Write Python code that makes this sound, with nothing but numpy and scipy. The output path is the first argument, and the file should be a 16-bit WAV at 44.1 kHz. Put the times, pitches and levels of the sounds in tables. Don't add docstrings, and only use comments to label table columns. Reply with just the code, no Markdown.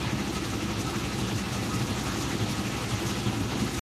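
import sys
import numpy as np
from scipy import signal
from scipy.io import wavfile

SR = 44100
rng = np.random.default_rng(int(sys.argv[2]) if len(sys.argv) > 2 else 0)


def master_out(mix):
    frames = np.transpose(np.atleast_2d(mix))
    ceiling = np.clip(frames, -1, 1)
    pcm = np.round(ceiling * 32767).astype(np.int16)
    wavfile.write(sys.argv[1], SR, pcm)


N = 176400
TIME = np.arange(N) / SR
CRANK_HZ, STOP_S = 5.86, 3.795
TURN = CRANK_HZ * TIME


def from_db(db):
    return 10 ** (np.asarray(db) / 20)

def unit_rms(x):
    return x / np.sqrt(np.mean(x ** 2) + 1e-20)

def drift(rate_hz):
    step, run_in = 40, 2000
    pole = np.exp(-2 * np.pi * rate_hz * step / SR)
    noise = rng.standard_normal(N // step + run_in + 2)
    slow = signal.lfilter([1], [1, -2 * pole, pole * pole], noise)[run_in:]
    return np.interp(np.arange(N) / step, np.arange(len(slow)), unit_rms(slow))

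def swell(at, width, clock=TIME):
    return np.exp(-.5 * ((clock - at) / width) ** 2)

def crank_pulse(rows):
    rise_db = sum(db * swell(.5, width, (TURN - at + .5) % 1) for at, width, db in rows)
    return unit_rms(from_db(rise_db))

def tone(hz, db, waver_db, slip_rad):
    gain = from_db(waver_db * drift(3.6))
    phase = 2 * np.pi * (hz * TIME + rng.random()) + slip_rad * drift(1.8)
    return from_db(db) * unit_rms(gain * np.sin(phase))

def friction(slips_per_s=3500, grit=.36):
    slips = (rng.random(N) < slips_per_s / SR) * rng.choice([-1, 1], N)
    slips = slips * from_db(2.5 * np.minimum(rng.exponential(1, N), 5))
    return np.sqrt(1 - grit) * rng.standard_normal(N) + np.sqrt(grit) * unit_rms(slips)

def housed_friction(longest_s=.02, echo_db=-10):
    direct = friction()
    lags = (rng.uniform(.1, 1, 12) * longest_s * SR).astype(int)
    echoes = sum(np.roll(direct, lag) * (-1) ** k for k, lag in enumerate(lags))
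    return direct + from_db(echo_db) * unit_rms(echoes)

def flicker_eq(curve, noises, depth_db, rate_hz):
    hz, db = np.transpose(curve)
    edges, mix = 22 * 2 ** (np.arange(30) / 3), 0
    for k, (low, high) in enumerate(zip(edges, edges[1:])):
        centre = np.sqrt(low * high)
        band_db = np.interp(np.log(centre), np.log(hz), db) + depth_db * drift(rate_hz)
        if high > hz[0] and low < hz[-1]:
            bandpass = signal.butter(2, [low, high], "band", fs=SR, output="sos")
            mix = mix + from_db(band_db) * signal.sosfilt(bandpass, noises[k % 2])
    return unit_rms(mix)


# (pitch [Hz], level [dB])
MOTOR_TONES = [(107.2, -45), (320, -52), (2654, -61.5), (3002, -64.5), (5916, -65), (6121, -67)]
def motor():
    return sum(tone(hz, db, waver_db=2.5, slip_rad=1.2 if hz > 1000 else .6) for hz, db in MOTOR_TONES)


# (frequency [Hz], gain [dB])
BELT_EQ = [(1500, -10), (3000, -7.5), (4200, -1), (5000, -1.5), (6000, 1), (6900, -3), (7600, -6),
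           (9500, -8), (11000, -11.5), (12500, -12.5), (14000, -19)]
# (time [s], gain [dB])
BELT_RIDE = [(0, -2.5), (.35, -0.9), (.65, -1.5), (1.0, -.5), (1.5, -0.9), (2.1, 1), (2.4, -0.9),
             (3.15, 0.5), (3.42, -2), (3.78, 0.5)]
# (time [s], rise [dB], width [s])
BELT_SCRAPES = [(.355, 2, .022), (.805, 3.5, .014), (1.195, 2, .02), (1.38, 3, .02), (1.53, 2.5, .025),
                (1.75, 3, .012), (2.22, 4.5, .017), (2.52, 4, .016), (2.595, 1.5, .014), (2.775, 1, .012),
                (2.905, 3.5, .02), (3.078, 4, .021), (3.61, 3.5, .02), (3.752, 3, .018)]
# (position [turns], width [turns], rise [dB])
BELT_PULSE = [(.15, 0.11, 1.9), (.67, .12, 2.2), (.96, 0.021, 2.2)]
def belt():
    level_db = -42.5 + np.interp(TIME, *np.transpose(BELT_RIDE)) + .5 * drift(40)
    level_db += sum(db * swell(at, width) for at, db, width in BELT_SCRAPES)
    hiss = flicker_eq(BELT_EQ, [housed_friction(), housed_friction()], depth_db=1.6, rate_hz=21)
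    return from_db(level_db) * crank_pulse(BELT_PULSE) * hiss


# (harmonic [x crank rate], level [dB])
PANEL_HARMONICS = [(18, -46), (20, -42.5), (22, -52.5), (23, -48), (24, -55), (27, -59), (29, -54),
                   (32, -45), (33, -50), (34, -57), (35, -44), (36, -54), (37, -46.5), (38, -59),
                   (44, -59.5), (59, -50)]
def panel_drone():
    return sum(tone(k * CRANK_HZ, db, waver_db=3, slip_rad=.27) for k, db in PANEL_HARMONICS)


# (harmonic [x crank rate], level [dB])
SHAKE_HARMONICS = [(10, -45.5), (13, -46), (14, -58)]
# (frequency [Hz], gain [dB])
RUMBLE_EQ = [(25, -29), (45, -19), (60, -4), (90, -13), (108, 4), (130, -3), (150, -22), (200, -43)]
# (position [turns], width [turns], rise [dB])
SHAKE_PULSE = [(.17, 0.14, 6), (.53, 0.21, 3)]
RUMBLE_PULSE = [(.28, 0.067, 3.6), (.7, 0.091, 3.3), (.99, 0.046, 2.4)]
def frame_throb(peak_turn=.2):
    angle = 2 * np.pi * (TURN - peak_turn)
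    shake = sum(from_db(db) * np.sqrt(2) * np.cos(k * angle) for k, db in SHAKE_HARMONICS)
    rumble = flicker_eq(RUMBLE_EQ, rng.standard_normal((2, N)), depth_db=.5, rate_hz=11)
    return crank_pulse(SHAKE_PULSE) * shake + from_db(-42) * crank_pulse(RUMBLE_PULSE) * rumble


# (frequency [Hz], gain [dB])
KNOCK_EQ = [(110, -33.5), (160, -2), (205, 2.5), (260, -1.5), (310, 1.5), (380, -5.5), (450, -20.5),
            (700, -24.5)]
# (position [turns], width [turns], rise [dB])
KNOCK_PULSE = [(.17, 0.11, 2), (.78, 0.057, 3.4), (.98, 0.034, 1.4)]
# (time [s], boom level [dB], knock gain [dB])
FRAME_THUMPS = [(.07, -31, 1), (0.146, -29, 4), (.518, -31.5, -4), (.565, -30, 4.5), (0.789, -27.5, 3.5),
                (.981, -37, 0), (1.182, -27.5, 3.5), (1.325, -45, 4), (1.359, -26, 2), (1.528, -30.5, 0.5),
                (1.611, -33, -1), (1.765, -33, 5.5), (1.819, -24.5, 0), (1.912, -27, 6), (2.083, -48, 3),
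                (2.35, -29.5, 4), (2.425, -25.5, 3.5), (2.597, -30, 5), (2.746, -41.5, 6.5),
                (2.858, -27.5, 1), (2.948, -26, 0.5), (3.074, -32, -1), (3.277, -26, 2.5),
                (3.418, -28.5, 5.5), (3.45, -38, 2.5), (3.552, -30.5, 3.5), (3.63, -28, 4.5)]
def frame_knocks(boom_hz=(98, 134)):
    booms, level_db = 0, -35.5
    for at, boom_db, knock_db in FRAME_THUMPS:
        cycles = rng.uniform(*boom_hz) * (TIME - at) + rng.random()
        booms += from_db(boom_db) * swell(at, .013) * np.sin(2 * np.pi * cycles)
        level_db += knock_db * swell(at, .012)
    body = flicker_eq(KNOCK_EQ, rng.standard_normal((2, N)), depth_db=1.5, rate_hz=2.9)
    return booms + from_db(level_db) * crank_pulse(KNOCK_PULSE) * body


# (pitch [Hz], bandwidth [Hz], level [dB])
RING_MODES = [(505, 17, -51), (634, 40, -59.5), (789, 42, -53), (1035, 45, -62.5), (1270, 34.3, -49.5),
              (1355, 35, -55.5), (2466, 40, -55.5), (2687, 45, -56), (2757, 110, -55.5), (3340, 29, -68),
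              (4140, 44, -81), (5650, 20, -70.5), (5810, 82, -58), (6500, 56, -77), (7000, 37, -70)]
# (position [turns], width [turns], rise [dB])
RING_PULSE = [(.18, 0.11, 5.1), (.55, 0.082, 4.6)]
def blade_ring():
    ring = 0
    for hz, width_hz, db in RING_MODES:
        radius = np.exp(-np.pi * width_hz / SR)
        resonator = [1, -2 * radius * np.cos(2 * np.pi * hz / SR), radius ** 2]
        ring += from_db(db) * unit_rms(signal.lfilter([1, 0, -1], resonator, friction()))
    return ring * crank_pulse(RING_PULSE)


# (time [s], pitch [Hz], level [dB], width [s])
BLADE_SQUEAKS = [(.372, 1285, -37.5, .016), (.605, 1320, -40, .01), (.805, 5920, -41, .011),
                 (.878, 1290, -34.5, .01), (1.11, 1280, -40.5, .02), (1.455, 2655, -41.5, .014),
                 (1.574, 1260, -40.5, .02), (1.74, 1270, -36, .026), (2.247, 1265, -38.5, .014),
                 (2.593, 1270, -40, .015), (3.08, 6280, -43, .014), (3.676, 1280, -42, .012)]
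def blade_squeaks(pitch_waver=.009):
    wavering_time = TIME + pitch_waver * np.cumsum(drift(60)) / SR
    return sum(from_db(db) * swell(at, width) * np.sin(2 * np.pi * hz * wavering_time)
               for at, hz, db, width in BLADE_SQUEAKS)


# (frequency [Hz], gain [dB])
RASP_EQ = [(300, 0), (500, -3.5), (620, -6), (800, -1.5), (1100, -4.5), (1700, -6.5), (2100, -6.5),
           (2600, -8), (3800, -8.5), (6000, -25.5), (13000, -51)]
# (time [s], gain [dB])
RASP_RIDE = [(0, 1.5), (.3, -.5), (.8, -0.05), (1.7, 0), (2.6, 1), (3.2, 1), (3.47, -2), (3.52, 3.5),
             (3.62, 0.5), (3.78, -1)]
# (position [turns], width [turns], rise [dB])
RASP_PULSE = [(.17, 0.11, 2.26), (.61, 0.1, 2.8)]
def blade_rasp():
    level_db = -37.5 + np.interp(TIME, *np.transpose(RASP_RIDE)) + .5 * drift(24)
    rasp = flicker_eq(RASP_EQ, [housed_friction(), housed_friction()], depth_db=1.6, rate_hz=16)
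    return from_db(level_db) * crank_pulse(RASP_PULSE) * rasp


def scene():
    frame = panel_drone() + frame_throb() + frame_knocks()
    blades = blade_ring() + blade_squeaks() + blade_rasp()
    return np.tile(motor() + belt() + frame + blades, (2, 1))

def record(dry):
    gate = np.clip((STOP_S - TIME) / .002, 0, 1)
    high_cut = signal.ellip(12, .2, 80, 14000, fs=SR, output="sos")
    return signal.sosfilt(high_cut, dry * gate + 1e-18)


dry = scene()
out = record(dry)
master_out(out)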